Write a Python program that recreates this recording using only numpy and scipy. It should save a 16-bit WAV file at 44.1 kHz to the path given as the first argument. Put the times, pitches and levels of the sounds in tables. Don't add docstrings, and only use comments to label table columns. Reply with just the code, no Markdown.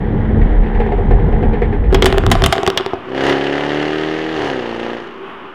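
import sys
import numpy as np
from scipy import signal
from scipy.fft import rfft, irfft
from scipy.io import wavfile
from scipy.ndimage import uniform_filter1d

SR = 44100
rng = np.random.default_rng(int(sys.argv[2]) if len(sys.argv) > 2 else 0)


def gain_from_db(level_db):
    decades = np.asarray(level_db, float) / 20
    return 10 ** decades


def wav_record(signal):
    frames = np.transpose(np.atleast_2d(signal))
    bounded = np.clip(frames, -1, 1)
    quanta = np.round(bounded * 32767).astype(np.int16)
    wavfile.write(sys.argv[1], SR, quanta)


N = 244314
T = np.arange(N) / SR

# freq_hz, level_db (per Hz)
ROAR = [(55, -6), (75, 4.5), (105, 0), (160, -3), (230, -8), (300, -8.5), (380, -11.5), (500, -14),
        (600, -30), (900, -25.5), (1300, -51)]
# freq_hz, level_db (per Hz)
WIND = [(410, 8), (700, 4), (894, 1.5), (1180, -5.5), (1280, -5.5), (1880, -1.5), (2570, -17.5),
        (3210, -16.5), (4640, -36.5), (10000, -63), (13000, -82.5), (22000, -120)]
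# freq_hz, width_hz, level_db
PANEL_HUM = [(166.6, 17, -36), (218.6, 3.4, -25.5), (302.3, 4.6, -32), (406.3, 6.8, -38.5),
             (472.7, 2.7, -34.5)]
# start_s (centre), level_db
BUMPS = [(.04, -38), (.3, -17.5), (.435, -6.5), (.52, -11), (.6, -4.5), (.78, -11), (.97, -20),
         (1.071, -16.5), (1.15, -5), (1.25, -13), (1.35, -11), (1.489, -10), (1.59, -20.5), (1.66, -14.5),
         (1.8, -12), (1.89, -7.5), (1.97, -13.5), (2.06, -18.5), (2.18, -22.5), (2.28, -16), (2.38, -14)]
# start_s, thud_peak_db, rattle_peak_db
BURBLES = [(.414, -18.5, -28.5), (.5277, -22, -51), (0.582, -21, -54), (0.624, -25.5, -33),
           (0.66, -18, -32.5), (0.7486, -17.5, -27), (.8005, -6.5, -24), (.8631, -11, -32.5),
           (.9197, -10, -28.5), (.9817, -10.5, -42), (1.1093, -4.5, -25), (1.1943, -28, -33.5),
           (1.2773, -16.5, -52), (1.326, -12.5, -30), (1.403, -27, -57), (1.4272, -8.5, -28.5),
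           (1.5316, -11, -27), (1.5773, -32, -44), (1.6189, -6.5, -23.5), (1.7262, -15.5, -28.5),
           (1.8392, -17, -33)]
# freq_hz, width_hz, level_db
FLOOR_PAN = [(410, 24, 0), (472, 28, -1), (570, 25, -13), (710, 40, -10), (826, 22, -7)]
# freq_hz, width_hz, level_db
RATTLE = [(1805, 130, 10), (2010, 370, 10), (3050, 500, -27.5)]
# freq_hz, level_db (per Hz)
TRIM_BUZZ = [(5000, -27), (7800, -10), (8600, 5), (9400, -11), (11000, -31.5)]
# freq_hz, level_db (per Hz)
ROAD_COLOUR = [(30, -27), (70, -21), (150, -14), (250, -5.5), (590, -12), (1000, -7), (1200, -6.5),
               (1600, -13), (2300, -19), (3000, -17.5), (4100, -37.5), (8000, -57), (12000, -57.5),
               (16500, -67.5)]
# start_s (centre), level_db
FAR_SWELLS = [
    (5.09, -34.5),
    (5.225, -33),
    (5.4, -44),
    (5.485, -40),
]
# start_s, cycle_rate_hz, exhaust_db, brightness_db
PULL = [(2.98, 30.5, -29.5, -15), (3.02, 30.69, -38, -15), (3.1, 32.09, -24.5, -4.5),
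        (3.17, 33.34, -19.5, 2), (3.29, 34.8, -12, -3.5), (3.39, 34.65, -18.5, 1.7),
        (3.81, 37.32, -18.5, -1), (3.94, 38.47, -20, -2), (4.325, 40.1, -22, -3), (4.46, 35.92, -19, -1.5),
        (4.62, 30.08, -22.5, 1.5), (4.71, 28.63, -23.5, 2.5), (4.84, 29.4, -23, 2.5),
        (4.94, 29.34, -25.5, 3.5), (5.05, 28.83, -32, -5.5), (5.14, 28.8, -37.5, -5.5),
        (5.3, 29, -45, -0.5)]
# multiple (of the cycle rate), level_db
CYCLE = [(1, -58.5), (2, -21.5), (3, -24.5), (4, -9.5), (5, -21), (6, -11.5), (7, -16.5), (8, 1.5),
         (9, -13), (10, 1), (11, -8.5), (12, -3.5), (13, -18), (14, -9.5), (15, -12.5), (16, -8.5),
         (17, -16.5), (18, -8.5), (19, -19.5), (20, -8.5), (21, -11.5), (22, -23.5), (23, -16), (24, -14.5),
         (25, -24), (26, -23), (27, -25), (28, -20)]
FIRING_DB = [0, -2, -6, -6, -1, -2, 0, -4]
PUFF_DB = [0, -1, -6, -8, -4, -5, -7, -8]
# freq_hz, width_hz, level_db
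EXHAUST = [(290.5, 330, -32), (383.3, 39.5, 6.5), (489, 168, 3), (750, 180, 2.5), (810, 62, -28.5)]
# freq_hz, width_hz, level_db
THUMP = [(90, 110, -2)]
# freq_hz, width_hz, level_db
TIPS = [(1296, 120, 3), (1778, 680, 10), (2793, 620, 3.5)]
# start_s, crack_peak_db, pipes_db, sizzle_db (under the crack)
CRACKS = [(1.927, -16, -0.5, -28), (1.9343, -20, -9, -15.5), (1.945, -1, -1, -20), (2.0228, -1, -3.5, -19),
          (2.0445, -6.5, 0, -23.5), (2.0576, -0.5, -6.5, -8.5), (2.064, -17.5, -12, -8.5),
          (2.126, -3.5, -8, -38), (2.182, -2, -2.5, -13), (2.2372, -17.5, -9, -30.5), (2.2652, -4, -7, -21),
          (2.3023, -18.5, -27, -9.5), (2.3152, -0.5, -5.5, -7), (2.3534, -11.5, -2.5, -24),
          (2.4214, -9, -3, -9.5), (2.439, -1, -5.5, -15), (2.4615, -1.5, -11.5, -2),
          (2.5254, -1, -5.5, -10.5), (2.5544, -13, -13.5, -16.5), (2.5633, -16.5, -21, -30),
          (2.581, -9.5, -7, -22), (2.6323, -9, -6.5, -38), (2.6653, -4, -7.5, -34.5),
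          (2.6762, -1.5, -2.5, -27.5), (2.6823, -12, -16, -32), (2.7019, -5.5, -12.5, -37),
          (2.7744, -1, -11, -19), (2.809, -14, -16.5, -37), (2.8627, -10.5, -10.5, -45.5)]
# start_s, crack_peak_db, pipes_db
PUTTS = [(1.9736, -27, -17), (2.1026, -17, -11), (2.1441, -33.5, -3), (2.1751, -28.5, -2.5),
         (2.567, -26, -10.5), (2.588, -37, -7.5), (2.603, -41.5, -12.5), (2.7631, -40, -15),
         (2.7986, -28.5, -4.5), (2.9341, -41, -7.5), (2.94, -26, -16), (2.957, -36, -16.5),
         (3.149, -27.5, -16)]
# freq_hz, level_db (per Hz)
CRACK_COLOUR = [(700, -14.5), (1100, 1), (1700, 2), (2100, 1), (2600, -4.5), (3170, 5.5), (4200, -8.5),
                (5500, -12.5), (8000, -38.5)]
# freq_hz, width_hz, level_db
LONG_PIPE = [(105, 60, -15), (190, 60, -13), (280, 40, -10), (377, 30, 0), (450, 40, -10)]
# freq_hz, width_hz, level_db
SHORT_PIPE = [(680, 50, 0), (760, 60, -4), (1080, 200, -11)]
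# freq_hz, width_hz, level_db
SHOCK = [(1700, 630, -1.5), (3070, 460, -16), (4570, 1000, -1.5)]
# freq_hz, width_hz, level_db
AFTER_RING = [(382.2, 60, 0)]

BOOM_HZ, BOOM_WIDTH_HZ, BUMP_S = 36.1, 18, 0.03
BOOM_DB, ROAR_DB, WIND_DB = -19, -17, -29.5
CABIN_END_S, CABIN_FADE_S, CABIN_CEILING = 2.53, 0.09, 1.1
BURBLE_T60_S, RATTLE_T60_S = 0.12, 0.19
BEAT_HZ, BEAT_SAG_HZ_PER_S, BEAT_AT_S = 69.2, 1.2, .803
BEAT_DB, BEAT_BURBLE_DB, BEAT_T60_S = -25, -3, .4
VERGE_S, PASS_S, PASS_BEFORE_S, PASS_AFTER_S, PASS_DB, FOREST_DB = 1.9, 2.4, 0.2, 0.54, -35, -34
TREES_T60_S, TREES_DB = 0.64, -19
DRONE_S, DRONE_END_S, DRONE_DB, DRONE_DB_PER_S = 1.92, 3.02, -24.5, -14
SWELL_S, FAR_S, FAR_DB = 0.037, 5.0, -46
REFERENCE_HZ, ODD_LAG, HIGH_MULTIPLES_DB, HIGH_TOP_HZ = 38.3, .125, -23, 1050
MISFIRE_SHARE, BITE_S, BITE_FOR_S, BITE_SHARE = .15, 3.28, .07, .4
SHIFT_S, SHIFT_FOR_S, SHIFT_SHARE, COAST_S, COAST_SHARE_PER_S = 4.445, .085, .45, 5.1, 1.5
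GAS_DB, RASP_DB, RASP_ROUGH_DB, OPEN_S, OPEN_FOR_S, SHUT_DB = -7.5, -26, 9.5, 3.148, 0.0067, -8.5
TAIL_S, TAIL_S_PER_DB, PIPE_TAIL, KNOCK_PER_DB = 0.093, 0.0432, 0.86, 0.43
AFTER_RING_DB, PUTT_SIZZLE_DB, SHORT_PER_CRACK_DB = -8, -24.5, -0.16
FACING_S, FACING_FOR_S, LONG_DIP_DB, SHORT_AWAY_DB = 2.404, 0.29, -7.5, -7.5
GROUND_ECHO_S, GROUND_SHARE = 0.001092, 0.11
OVERLOAD, OFFSET = .66, -.0074


def level(x, db=0):
    return x * gain_from_db(db) / np.sqrt(np.mean(x ** 2))


def columns(table):
    s, *rest = np.transpose(table)
    gate = np.clip(np.minimum(T - s[0], s[-1] + 0.012 - T) / .02, 0, 1)
    return [np.interp(T, s, c) for c in rest], gate


def bell(at, width, order=2):
    return np.exp(-((T - at) / width) ** order)


def between(start, end, fade=0.054):
    return np.clip(np.minimum((T - start) / 0.0071, (end - T) / fade), 0, 1)


def ease_off(end, span):
    return np.clip((end - T) / span, 0, 1)


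def resonance(f, modes):
    return sum(gain_from_db(db) * 1j * f * w / (hz ** 2 - f ** 2 + 1j * f * w) for hz, w, db in modes)


def response(modes=(), points=None):
    f = np.fft.rfftfreq(N, 1 / SR) + 1e-3
    if points is None:
        return resonance(f, modes)
    hz, db = np.transpose(points)
    return gain_from_db(np.interp(np.log(f), np.log(hz), db, left=-90, right=-90))


def ring(x, **shape):
    return irfft(rfft(x) * response(**shape), N)


def unit_ring(x, modes):
    return ring(x, modes=modes) / np.max(np.abs(irfft(response(modes), N)))


def dull(x, hz, order=4):
    return signal.sosfilt(signal.butter(order, hz, fs=SR, output="sos"), x)


def noise(**shape):
    return level(ring(rng.standard_normal(N), **shape))


def walk(rate):
    k = int(SR / rate)
    held = np.repeat(rng.standard_normal(N // k + 1), k)
    return 2.18 * uniform_filter1d(uniform_filter1d(held, k), k)[:N]


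def clicks(s, size):
    at, out = np.asarray(s) * SR, np.zeros(N + 2)
    i = at.astype(int)
    np.add.at(out, i, size * (1 - at + i))
    np.add.at(out, i + 1, size * (at - i))
    return out[:N]


def tails(s, size, t60):
    out = np.zeros(N)
    for t, g, d in zip(s, size, t60):
        i = int(t * SR)
        d = max(d, .005)
        n = min(N - i, int(d * SR))
        out[i:i + n] += g * np.exp(-np.log(1000) * T[:n] / d)
    return out


def road_and_forest():
    swell = gain_from_db(PASS_DB) * np.where(T < PASS_S, bell(PASS_S, PASS_BEFORE_S), bell(PASS_S, PASS_AFTER_S))
    strength = between(VERGE_S, 9) * (gain_from_db(FOREST_DB) + swell)
    return strength * gain_from_db(.8 * walk(12)) * noise(points=ROAD_COLOUR)


def trees(x):
    n = int(TREES_T60_S * SR)
    tail = rng.standard_normal(n) * np.exp(-np.log(1000) * T[:n] / TREES_T60_S) * (T[:n] > .008)
    tail = signal.lfilter([1], [1, -.7], tail)
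    return gain_from_db(TREES_DB) * signal.fftconvolve(x, tail / np.sqrt(np.sum(tail ** 2)))[:N]


def body_boom():
    boom = rng.standard_normal(N)
    for _ in range(2):
        boom = ring(boom, modes=[(BOOM_HZ, BOOM_WIDTH_HZ, 0)])
    boom = boom / (np.abs(signal.hilbert(boom)) + 0.1 * boom.std()) ** .7
    shake = gain_from_db(BOOM_DB) + sum(gain_from_db(db) * bell(s, BUMP_S) for s, db in BUMPS)
    return level(boom) * shake


def panel_hum():
    hum = 0
    for hz, width, db in PANEL_HUM:
        band = ring(noise(modes=[(hz, width, 0)]), modes=[(hz, 2 * width, 0)])
        hum = hum + gain_from_db(db) * level(band)
    return hum


def cabin():
    roar = gain_from_db(ROAR_DB + 2.34 * walk(17.0)) * noise(points=ROAR)
    wind = gain_from_db(WIND_DB + 0.4 * walk(10.6)) * noise(points=WIND)
    air = body_boom() + roar + ease_off(2.5, 0.95) * (panel_hum() + wind)
    return between(0, CABIN_END_S, CABIN_FADE_S) * air


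def overrun():
    turns = np.cumsum(BEAT_HZ - BEAT_SAG_HZ_PER_S * T) / SR
    s = np.interp(np.arange(1, 140) + turns[int(BEAT_AT_S * SR)] % 1, turns, T)
    chance = rng.standard_normal((len(s), 2)).T
    at, thud_db, _ = np.transpose(BURBLES)
    after = tails(at + .004, gain_from_db(thud_db), BEAT_T60_S + 0 * at)
    push = np.minimum(gain_from_db(BEAT_DB) + gain_from_db(BEAT_BURBLE_DB) * after, gain_from_db(-15)) * ease_off(2.05, 0.5)
    beats = clicks(s + 5e-4 * chance[0], -gain_from_db(3.0 * chance[1])) * push
    return dull(unit_ring(beats, [(417, 37, -6), (803, 68, -7)]), 1100)


def burbles():
    s, thud_db, rattle_db = np.transpose(BURBLES)
    idle_flow = gain_from_db(-28) * ease_off(2.5, 0.95) * between(0, CABIN_END_S, CABIN_FADE_S)
    flow = idle_flow + tails(s, gain_from_db(thud_db), BURBLE_T60_S + 0 * s)
    puff = clicks(s, gain_from_db(thud_db)) + gain_from_db(-27) * flow * rng.standard_normal(N)
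    through_floor = unit_ring(unit_ring(puff, FLOOR_PAN), [(417, 130, 0.017), (710, 49, 0.0061)])
    thud = gain_from_db(2.5) * through_floor / 20
    shaking = dull(tails(s, gain_from_db(rattle_db), RATTLE_T60_S + 0 * s), 310, order=2)
    trim = dull(noise(modes=RATTLE), 3200) + gain_from_db(-41.5) * noise(points=TRIM_BUZZ)
    return thud + gain_from_db(-1.5) * shaking * trim


def drone():
    hum = level(ring(noise(modes=[(387.6, 36, 0)]), modes=[(354, 68, 0)]))
    hum = level(hum / (np.abs(signal.hilbert(hum)) + .3) ** .6)
    near = between(DRONE_S, DRONE_END_S) * gain_from_db(DRONE_DB + DRONE_DB_PER_S * (T - DRONE_S))
    swells = sum(gain_from_db(db) * bell(s, SWELL_S) for s, db in FAR_SWELLS)
    far = between(FAR_S, 9) * gain_from_db(FAR_DB) + swells
    return (near + far) * hum


def steady_note(hz, bright_db, cycle, on):
    steady = np.zeros(N)
    for m, m_db in CYCLE + [(m, HIGH_MULTIPLES_DB) for m in range(29, 37)]:
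        f = m * hz[on]
        pipe = resonance(f, EXHAUST) / abs(resonance(m * REFERENCE_HZ, EXHAUST))
        if m > 28:
            pipe = pipe * np.clip((HIGH_TOP_HZ - f) / 100, 0, 1)
        gain = gain_from_db(m_db + bright_db[on] * np.clip((f - 400) / 250, 0, 1))
        lag = ODD_LAG * (round(m) % 2) * (m < 29)
        steady[on] -= gain * np.real(pipe * np.exp(2j * np.pi * m * (cycle[on] - lag)))
    return steady


def gas_and_rasp(kick, on):
    puffs = dull(signal.lfilter([1], [1, -np.exp(-1 / (.002 * SR))], kick), 1500, order=1)
    puffs = puffs / np.sqrt(np.mean(puffs[on] ** 2))
    hiss = (.25 + puffs) * ring(noise(modes=TIPS), modes=TIPS)
    knock = ring(kick, modes=TIPS)
    band = signal.butter(3, [1050, 4000], "band", fs=SR, output="sos")
    gas = signal.sosfilt(band, hiss / hiss[on].std() + .6 * knock / knock[on].std())
    rasp_colour = [(3500, -25.0), (4200, 6.5), (6800, -4.5), (7500, -12), (10000, -17.5), (16000, -36)]
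    rasp = (0.31 + puffs ** 0.94) * noise(points=rasp_colour)
    return gas / gas[on].std(), rasp / rasp[on].std()


def engine():
    (hz, db, bright_db), gate = columns(PULL)
    on = gate > 0
    surge = BITE_SHARE * bell(BITE_S, BITE_FOR_S) + SHIFT_SHARE * bell(SHIFT_S, SHIFT_FOR_S, order=6)
    coasting = COAST_SHARE_PER_S * np.maximum(T - COAST_S, 0)
    rough = np.clip(MISFIRE_SHARE + surge + coasting, 0, .9)
    shut = SHUT_DB / (1 + np.exp((T - OPEN_S) / OPEN_FOR_S))
    gas_db = GAS_DB + shut
    rasp_db = RASP_DB + shut + RASP_ROUGH_DB * .8 * surge
    cycle = np.cumsum(hz * gate) / SR
    steady = steady_note(hz, bright_db, cycle, on)
    k = np.arange(1, int(8 * cycle[-1]))
    s = np.interp(k, 8 * cycle, T)
    chance = rng.standard_normal((len(k), 2)).T
    misfires = clicks(s, gain_from_db(np.array(FIRING_DB)[k % 8]) * np.tanh(3 * chance[0]))
    uneven = dull(ring(misfires, modes=EXHAUST + THUMP), 1100)
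    kick = clicks(s + 6e-5 * chance[0], gain_from_db(np.array(PUFF_DB)[k % 8] + 3.5 * np.tanh(chance[1])))
    gas, rasp = gas_and_rasp(kick, on)
    note = np.sqrt(1 - rough ** 2) * steady / steady[on].std() + rough * uneven / uneven[on].std()
    return -gate * gain_from_db(db) * (note + gain_from_db(gas_db) * gas + gain_from_db(rasp_db) * rasp)


def pipe_thud(s, db, long_db, short_db, t60):
    thud = 0
    softer_db = KNOCK_PER_DB * np.minimum(db - np.array(CRACKS_AND_PUTTS_PIPES_DB()), 0)
    for pipe_db, pipe, top_hz in ((long_db, LONG_PIPE, 800), (short_db, SHORT_PIPE, 1800)):
        knock = 0.96 * clicks(s, gain_from_db(pipe_db + softer_db))
        rush = gain_from_db(-20.5) * tails(s, gain_from_db(pipe_db), PIPE_TAIL * t60) * rng.standard_normal(N)
        thud = thud + gain_from_db(7.5) * dull(unit_ring(knock + rush, pipe), top_hz, order=2)
    twice = response(AFTER_RING) ** 2
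    after = irfft(rfft(clicks(s, gain_from_db(long_db))) * twice, N) / np.max(irfft(twice, N))
    return thud + gain_from_db(AFTER_RING_DB) * after


def CRACKS_AND_PUTTS_PIPES_DB():
    return [row[2] for row in CRACKS + PUTTS]


def cracks():
    putts = [(*putt, PUTT_SIZZLE_DB) for putt in PUTTS]
    s, db, pipes_db, under_db = np.transpose(CRACKS + putts)
    is_crack = np.arange(len(s)) < len(CRACKS)
    facing = np.exp(-((s - FACING_S) / FACING_FOR_S) ** 2) * is_crack
    long_db = pipes_db + LONG_DIP_DB * facing
    short_db = pipes_db + SHORT_AWAY_DB * (1 - facing) + SHORT_PER_CRACK_DB * db
    t60 = TAIL_S + TAIL_S_PER_DB * db
    thud = pipe_thud(s, db, long_db, short_db, t60)
    shock = gain_from_db(-12.0) * dull(unit_ring(clicks(s, gain_from_db(db)), SHOCK), 4000)
    spray = tails(s, gain_from_db(db), 0.26 * t60) + gain_from_db(-4.0) * tails(s, gain_from_db(db), t60)
    direct = thud + shock + gain_from_db(-4.5) * dull(spray, 3700, order=1) * noise(points=CRACK_COLOUR)
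    sizzle_size = gain_from_db(db + under_db)
    sizzle = tails(s, sizzle_size, 0.21 * t60) + gain_from_db(-9.5) * tails(s, sizzle_size, 0.97 * t60)
    hiss = gain_from_db(-5.5) * sizzle * noise(points=[(4000, -24.0), (6500, 12), (11000, 3), (16000, -13.0)])
    return direct + GROUND_SHARE * np.roll(direct, int(GROUND_ECHO_S * SR)) + hiss


def roadside():
    car = cracks() + engine() + drone()
    return np.clip(car + trees(car) + road_and_forest(), -OVERLOAD, OVERLOAD)


def scene():
    inside = cabin() + burbles() + overrun()
    return (CABIN_CEILING * np.tanh(inside / CABIN_CEILING) + roadside())[None]


def roll_off(x):
    return signal.sosfilt(signal.butter(12, 17150, fs=SR, output="sos"), x)


def record(dry):
    cut = signal.sosfilt(signal.butter(1, 12, "high", fs=SR, output="sos"), dry)
    mix = np.clip(cut + OFFSET, -1, 1)
    return roll_off(mix)


dry = scene()
out = record(dry)
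wav_record(out)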